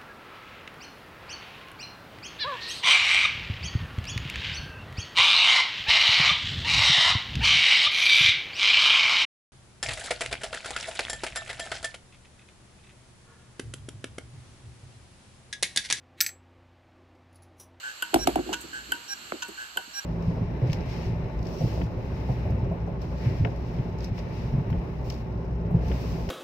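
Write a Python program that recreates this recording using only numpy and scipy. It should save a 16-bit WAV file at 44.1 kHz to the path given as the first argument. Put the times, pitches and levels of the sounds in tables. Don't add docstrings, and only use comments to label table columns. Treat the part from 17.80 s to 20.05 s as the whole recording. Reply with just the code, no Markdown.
import sys
import numpy as np
from scipy import signal
from scipy.fft import rfft, irfft, next_fast_len
from scipy.io import wavfile
from scipy.ndimage import map_coordinates

SR = 44100
rng = np.random.default_rng(int(sys.argv[2]) if len(sys.argv) > 2 else 0)


def int16_out(signal):
    q = np.round(np.clip(np.atleast_2d(signal).T, -1, 1) * 32767)
    wavfile.write(sys.argv[1], SR, q.astype(np.int16))


N = 99225


def amp(db):
    return 10 ** (np.asarray(db) / 20)


def unit(x):
    return x / np.sqrt(np.mean(x ** 2) + 1e-20)


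def along(points, hz):
    f, v = np.transpose(points)
    return np.interp(np.log(hz + 1), np.log(f + 1), v)


def since(s):
    return np.maximum(np.arange(N) / SR - s, 0)


def wobble(rate):
    knots = rng.standard_normal(int(N * rate / SR) + 4)
    return map_coordinates(knots, [np.arange(N) * rate / SR])


def filtered(x, response):
    m = next_fast_len(N + 8192)
    return irfft(rfft(x, m) * response(np.fft.rfftfreq(m, 1 / SR)), m)[..., :N]


def pan(db):
    return amp(np.array([[.5], [-.5]]) * db)


def at_ports(x, phase):
    return filtered(x, lambda hz: np.exp(.5j * along(phase, hz) * np.array([[1], [-1]])))


def noise(colour, alike):
    def mid_side(hz):
        turn = np.arccos(np.clip(along(alike, hz), -1, 1)) / 2
        return amp(along(colour, hz)) * [np.cos(turn), np.sin(turn)]
    mid, side = filtered(rng.standard_normal((2, N)), mid_side)
    return unit(np.array([mid + side, mid - side]))


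def swell(s, length, attack, release):
    return (1 - np.exp(-since(s) / attack)) * np.exp(-since(s + length) / release)


def blow(s, colour, lag, stretch=1):
    size = 8192
    hz = np.fft.rfftfreq(size, 1 / SR)
    cepstrum = irfft(np.log(amp(along(colour, hz))))[:size // 2]
    phase = 2 * np.pi * np.cumsum(along(lag, hz)) * hz[1] * stretch
    pulse = irfft(np.exp(2 * rfft(cepstrum, size) - 1j * phase))[:size // 2]
    pulse = pulse * np.sqrt(.01 * SR / np.sum(pulse ** 2))
    return np.pad(pulse, (round(s * SR), N))[:N]


def ticks(ring_db=-12, chatter_db=-4, chatter_s=0.0062, tail_db=-17, tail_s=0.027, rebound_db=-5, rebound_s=.0021):
    # strike in seconds, level in dB.
    strikes = [(0.2230, -24.5), (1.1194, -24), (1.9712, -25.5)]
    # frequency in Hz, level in dB.
    colour = [(90, -54.5), (300, -26), (700, -18), (1000, -6), (1220, -22.5), (1550, 9.5), (1950, -15.5),
              (2450, -24.5), (3050, 3), (3700, -27), (4400, -15.5), (5700, -26), (7500, -15), (9000, -16.5),
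              (13500, -20), (16000, -35)]
    # frequency in Hz, delay in seconds.
    lag = [(500, 0.00501), (1500, 0.00362), (3000, 0.001396), (8000, 0.000783)]
    grit = noise(colour, [(1000, 0.76)])
    sound = 0
    for s, db in strikes:
        strike = blow(s, colour, lag)
        rebound = amp(rebound_db) * blow(s + rebound_s * rng.normal(1, .1), colour, lag)
        chatter = amp(chatter_db) * swell(s, 0.0032, 0.0025, chatter_s)
        tail = amp(tail_db) * swell(s, 0.0044, 0.0047, tail_s)
        sound = sound + amp(db) * (strike + rebound + amp(ring_db) * ring(s) + grit * (chatter + tail))
    return sound


def ring(s):
    # frequency in Hz, level in dB, 60 dB decay time in seconds.
    modes = [(317, -14.5, 0.34), (947, -7.5, 0.4), (951, -12, 0.18), (1478, 7, 0.15), (1440, -11, 0.14),
             (1616, 11.5, 0.042), (2734, 0, 0.16), (3020, -7, 0.069), (3060, 0, 0.12), (4630, -12, 0.11)]
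    t = since(s)
    sound = 0
    for hz, db, t60 in modes:
        level = amp(db + rng.normal(0, 0.5, (2, 1)) - 60 * t / t60)
        phase = rng.uniform(0, 2 * np.pi) + rng.normal(0, 0.94, (2, 1))
        sound = sound + level * np.sin(2 * np.pi * hz * t + phase)
    return sound * (1 - np.exp(-t / 0.001))


def seeks(rush_db=-8, flutter_db=1.5, rough=.5):
    # start in seconds, length in seconds, level in dB.
    sweeps = [(0.031, 0.067, -36), (0.929, 0.05, -35.5), (1.776, 0.059, -39)]
    # frequency in Hz, level in dB.
    resonances = [(850, -22), (1540, 1.5), (1662, 1.5)]
    # frequency in Hz, level in dB.
    colour = [(600, -16.5), (850, -23), (1150, -45), (1430, 7), (1540, -3.5), (1600, -52), (1665, 1.5),
              (1800, -5), (2400, -24), (3000, 0.5), (3600, -20), (8000, -11), (15000, -54)]
    tones = 0
    for hz, db in resonances:
        level = amp(db + flutter_db * wobble(63))
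        tones = tones + level * np.sin(2 * np.pi * hz * since(0) + rough * wobble(90))
    hum = tones + amp(rush_db) * noise(colour, [(1000, 0.24)])
    return hum * sum(amp(db) * swell(s, length, 0.0023, 0.025) for s, length, db in sweeps)


def whines(linger_db=-16, linger_s=.03):
    # start in seconds, length in seconds, gain of the high partials in dB, of the low in dB.
    bursts = [(0.383, .061, 1, -5), (1.277, .0595, 0, 0), (2.133, .064, 0, 0)]
    # multiple of the fundamental, level in dB, left-right difference in dB, radians left leads.
    partials = [(1, -52, -1, -1), (2, -34, -3, -2.2), (3, -50, 5, -.6), (5, -44, -6, -1),
                (6, -53, -2, -1.6), (7, -35, -6, -2.1), (8, -53, -7, -1.5), (9, -49, 0, -.5),
                (11, -52, 0, 1.4), (13, -54, 0, 1.4), (15, -55, 0, 0), (17, -68, 0, 0)]
    fundamental_hz, low_below_hz = 802.2, 3000
    release_s, low_power, high_power = 0.0018, 1.08, 0.59

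    def level(s, length, power):
        after = since(s + length)
        growth = np.minimum(since(s) / length, 1) ** power
        return growth * (np.exp(-after / release_s) + amp(linger_db) * np.exp(-after / linger_s))

    high = sum(amp(db) * level(s, length, high_power) for s, length, db, _ in bursts)
    low = sum(amp(db) * level(s, length, low_power) for s, length, _, db in bursts)
    sound = 0
    for k, db, side, lead in partials:
        hz = k * fundamental_hz
        envelope = low if hz < low_below_hz else high
        port_phase = lead * np.array([[.5], [-.5]])
        tone = np.sin(2 * np.pi * (hz * since(0) + rng.random()) + port_phase)
        sound = sound + np.sqrt(2) * amp(db) * pan(side) * envelope * tone
    return sound


def rasps(grain_db=3):
    # start in seconds, length in seconds, scrape level in dB, ring level in dB.
    scrapes = [(0.7280, .015, -24, -35.5), (1.6206, .011, -28.5, -37)]
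    # frequency in Hz, level in dB.
    colour = [(700, -67), (950, 4.5), (1200, -35), (1550, 3), (1900, -22), (2400, -14), (2950, 1.5),
              (3400, -13.5), (3900, -10.5), (5000, -15.5), (6600, -8.5), (8500, -23), (12500, -26.5),
              (14500, -38)]
    slips = unit(noise(colour, [(1000, 0.68)]) * amp(grain_db * wobble(900)))
    sound = 0
    for s, length, db, ring_db in scrapes:
        scrape = amp(db) * slips * swell(s, length, 0.0016, 0.0047)
        sound = sound + scrape + amp(ring_db) * ring(s + length / 2)
    return sound


def hand():
    # time in seconds, level in dB.
    rumble_level = [(0, -70), (0.3, -61.5), (0.378, -37), (0.6, -43.5), (0.848, -51.5), (1.15, -54),
                    (1.3, -60), (1.5, -53.5), (1.8, -62.5), (2.0, -64), (2.25, -66.5)]
    # frequency in Hz, level in dB.
    rumble_colour = [(25, -47), (48, -5), (61, 7), (80, -2), (130, -6), (200, -3), (320, -1), (500, -9),
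                     (900, -24), (3000, -37)]
    # frequency in Hz, level in dB.
    wood_colour = [(40, -17), (100, -12), (180, -7.5), (240, -8), (340, 3.5), (480, -13), (760, -5.5),
                   (1100, -21.5), (2000, -23), (4000, -48), (9000, -76)]
    # frequency in Hz, radians left leads.
    floor_phase = [(30, -1.2), (150, -0.45), (330, -1), (730, -1.44), (1400, -1), (2200, -4.5),
                   (3100, -5.5), (5500, -9.5), (7300, -12), (11500, -9.5)]
    rumble = amp(np.interp(since(0), *np.transpose(rumble_level))) * noise(rumble_colour, [(100, 1.0)])
    rubbing = shuffles(noise(wood_colour, [(500, 1.0)]))
    sound = knocks(wood_colour) + rubbing + brushing() + tap() + rumble
    return pan(-1.1) * at_ports(sound, floor_phase)


def knocks(wood_colour, rattle_s=0.016, rub_db=4, crack_tail_db=-18):
    # start in seconds, thud in dB, crack in dB, rattle in dB, stretch of the thud's delays.
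    hits = [(0.3415, -13, -17, -21.5, .75), (0.3597, -16, -48, -35.5, .4),
            (0.4720, -14, -19.5, -27.5, 0.99), (0.5571, -16.5, -32, -24.5, 0.9),
            (0.6910, -30, -48, -35, 0.61)]
    # frequency in Hz, level in dB.
    thud_colour = [(60, -36), (180, -20), (260, -1), (340, 5), (500, -18.5), (735, 4), (950, -11.5),
                   (1150, -28.5), (1450, -20.5), (2000, -29), (3200, -24), (6000, -67)]
    # frequency in Hz, delay in seconds.
    thud_lag = [(200, 0.01066), (330, 0.0082), (500, 0.0045), (750, 0.0022), (1500, 0.00021)]
    # frequency in Hz, level in dB.
    crack_colour = [(500, -5), (1200, 9.5), (2000, 6), (3100, 11.5), (4000, 6), (5500, 2.5), (7000, 3),
                    (9000, 6.5), (11200, 9), (13000, 2.5), (16000, -24)]
    thuds = cracks = rattles = 0
    for s, thud_db, crack_db, rattle_db, stretch in hits:
        thuds = thuds + amp(thud_db) * blow(s, thud_colour, thud_lag, stretch)
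        snap = swell(s, 0.0024, 0.00045, 0.002)
        crack_tail = amp(crack_tail_db) * swell(s, 0.0024, 0.0014, 0.035)
        cracks = cracks + amp(crack_db) * (snap + crack_tail)
        rattles = rattles + amp(rattle_db) * swell(s, 0.027, 0.0043, rattle_s)
    wood = unit(noise(wood_colour, [(500, 0.97)]) * amp(rub_db * wobble(140)))
    board = floorboard(hits[0][0])
    return thuds + cracks * noise(crack_colour, [(3000, 0.41)]) + wood * rattles + board


def floorboard(s, hz=57, db=-28, t60=1.15, rise_s=0.058):
    t = since(s)
    level = amp(db - 60 * t / t60) * (1 - np.exp(-t / rise_s))
    return level * np.sin(2 * np.pi * hz * t + 0.58 * wobble(13.8))


def shuffles(wood, skirt_db=-15, width_octaves=0.83):
    # start in seconds, length in seconds, level in dB, centre in Hz.
    shifts = [(0.333, 0.011, -26, 540), (0.588, 0.014, -29, 297), (0.63, 0.091, -56, 258),
              (0.663, 0.07, -37.5, 347), (0.752, 0.036, -56.5, 300), (0.838, 0.007, -38.5, 302),
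              (1.088, 0.064, -46, 270), (1.525, 0.022, -37.5, 382), (1.685, 0.0076, -38.5, 302),
              (1.959, 0.028, -39.5, 680), (2.077, 0.0079, -51, 194), (2.241, .01, -46, 700)]

    def rub(centre):
        def resonance(hz):
            return amp(skirt_db) + np.exp(-(np.log2((hz + 1) / centre) / width_octaves) ** 2)
        return unit(filtered(wood, resonance))

    return sum(amp(db) * swell(s, length, 0.002, 0.017) * rub(centre) for s, length, db, centre in shifts)


def brushing():
    # start in seconds, length in seconds, level in dB.
    strokes = [(0.804, 0.012, -40), (1.677, 0.0095, -43.5)]
    # frequency in Hz, level in dB.
    colour = [(1500, -21), (4000, -23), (8000, 2), (12500, -10), (14000, -2), (16000, -16)]
    envelope = sum(amp(db) * swell(s, length, 0.0037, 0.012) for s, length, db in strokes)
    return envelope * noise(colour, [(8000, .3)])


def tap(s=1.5213, db=-27):
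    # frequency in Hz, level in dB.
    colour = [(80, -24), (200, -9), (400, -4.5), (650, 1), (900, -10), (1300, -3), (2000, -8.5),
              (2600, -17), (3600, -31), (8000, -47), (15000, -58)]
    # frequency in Hz, delay in seconds.
    lag = [(250, 0.00456), (600, 0.0016), (1500, 0.00028)]
    return amp(db) * blow(s, colour, lag)


def spin(air_db=-44.5, waver_db=3.0):
    # frequency in Hz, level in dB.
    colour = [(25, -52), (60, -15), (130, -20.5), (320, -15), (600, -8.5), (900, -4.5), (1200, 0),
              (1550, 5), (1950, -4.5), (2400, -2), (2900, 3), (3500, -5.5), (4350, 0.5), (5100, -10),
              (6400, -8), (7500, -1), (8700, -15), (11000, -16), (12500, -11.5), (13700, -23.5),
              (14600, -42)]
    # frequency in Hz, left-right likeness from -1 to 1.
    alike = [(100, 1), (600, 0.78), (1500, -0.41), (3000, .45), (5500, -0.2), (8000, 0.32), (14000, 0.059)]
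    # frequency in Hz, left-right difference in dB.
    balance = [(700, -2.5), (1300, -2.5), (2400, -1), (4400, -8.5), (8000, 0.5), (15000, 0)]
    # frequency in Hz, level in dB.
    bearing = [(2800, -60.5), (2945, -67), (4205, -66.5), (4287, -57), (4323, -70.5), (4443, -61),
               (7318, -60.5)]
    air = filtered(noise(colour, alike), lambda hz: pan(along(balance, hz)))
    tones = 0
    for hz, db in bearing:
        level = amp(db + waver_db * wobble(14))
        tones = tones + level * np.sin(2 * np.pi * hz * since(0) + 0.31 * wobble(24.55))
    return amp(air_db + 0.67 * wobble(11.55)) * air + pan(-1) * tones


def room(x, t60):
    t = np.arange(SR // 3) / SR
    tail = rng.standard_normal((2, len(t))) * amp(-60 * t / t60) * (1 - np.exp(-t / 0.012))
    return signal.fftconvolve(x, tail / np.linalg.norm(tail[0]), axes=1)[:, :N]


def scene(drive_room_db=-16, hand_room_db=-22, whine_room_db=-21):
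    # frequency in Hz, radians left leads.
    drive_phase = [(20, 2), (900, 1.04), (1550, -2), (2400, -6.5), (3100, -6), (4700, -7), (5600, -9),
                   (7300, -6.5), (16000, -4.5)]
    arm = at_ports(pan(-1.2) * (ticks() + rasps() + seeks()), drive_phase)
    coil = whines()
    grip = hand()
    to_room = amp(drive_room_db) * arm + amp(whine_room_db) * coil + amp(hand_room_db) * grip
    return arm + coil + grip + spin() + room(to_room, t60=0.22)


def record(dry, top_hz=16400):
    # frequency in Hz, level in dB.
    colour = [(8800, -1), (9300, -10), (9850, -45), (10400, -7), (11000, -1), (13700, 0), (14600, -15),
              (16000, -12)]
    return filtered(dry, lambda hz: amp(along(colour, hz)) * (hz < top_hz))


dry = scene()
out = record(dry)
int16_out(out)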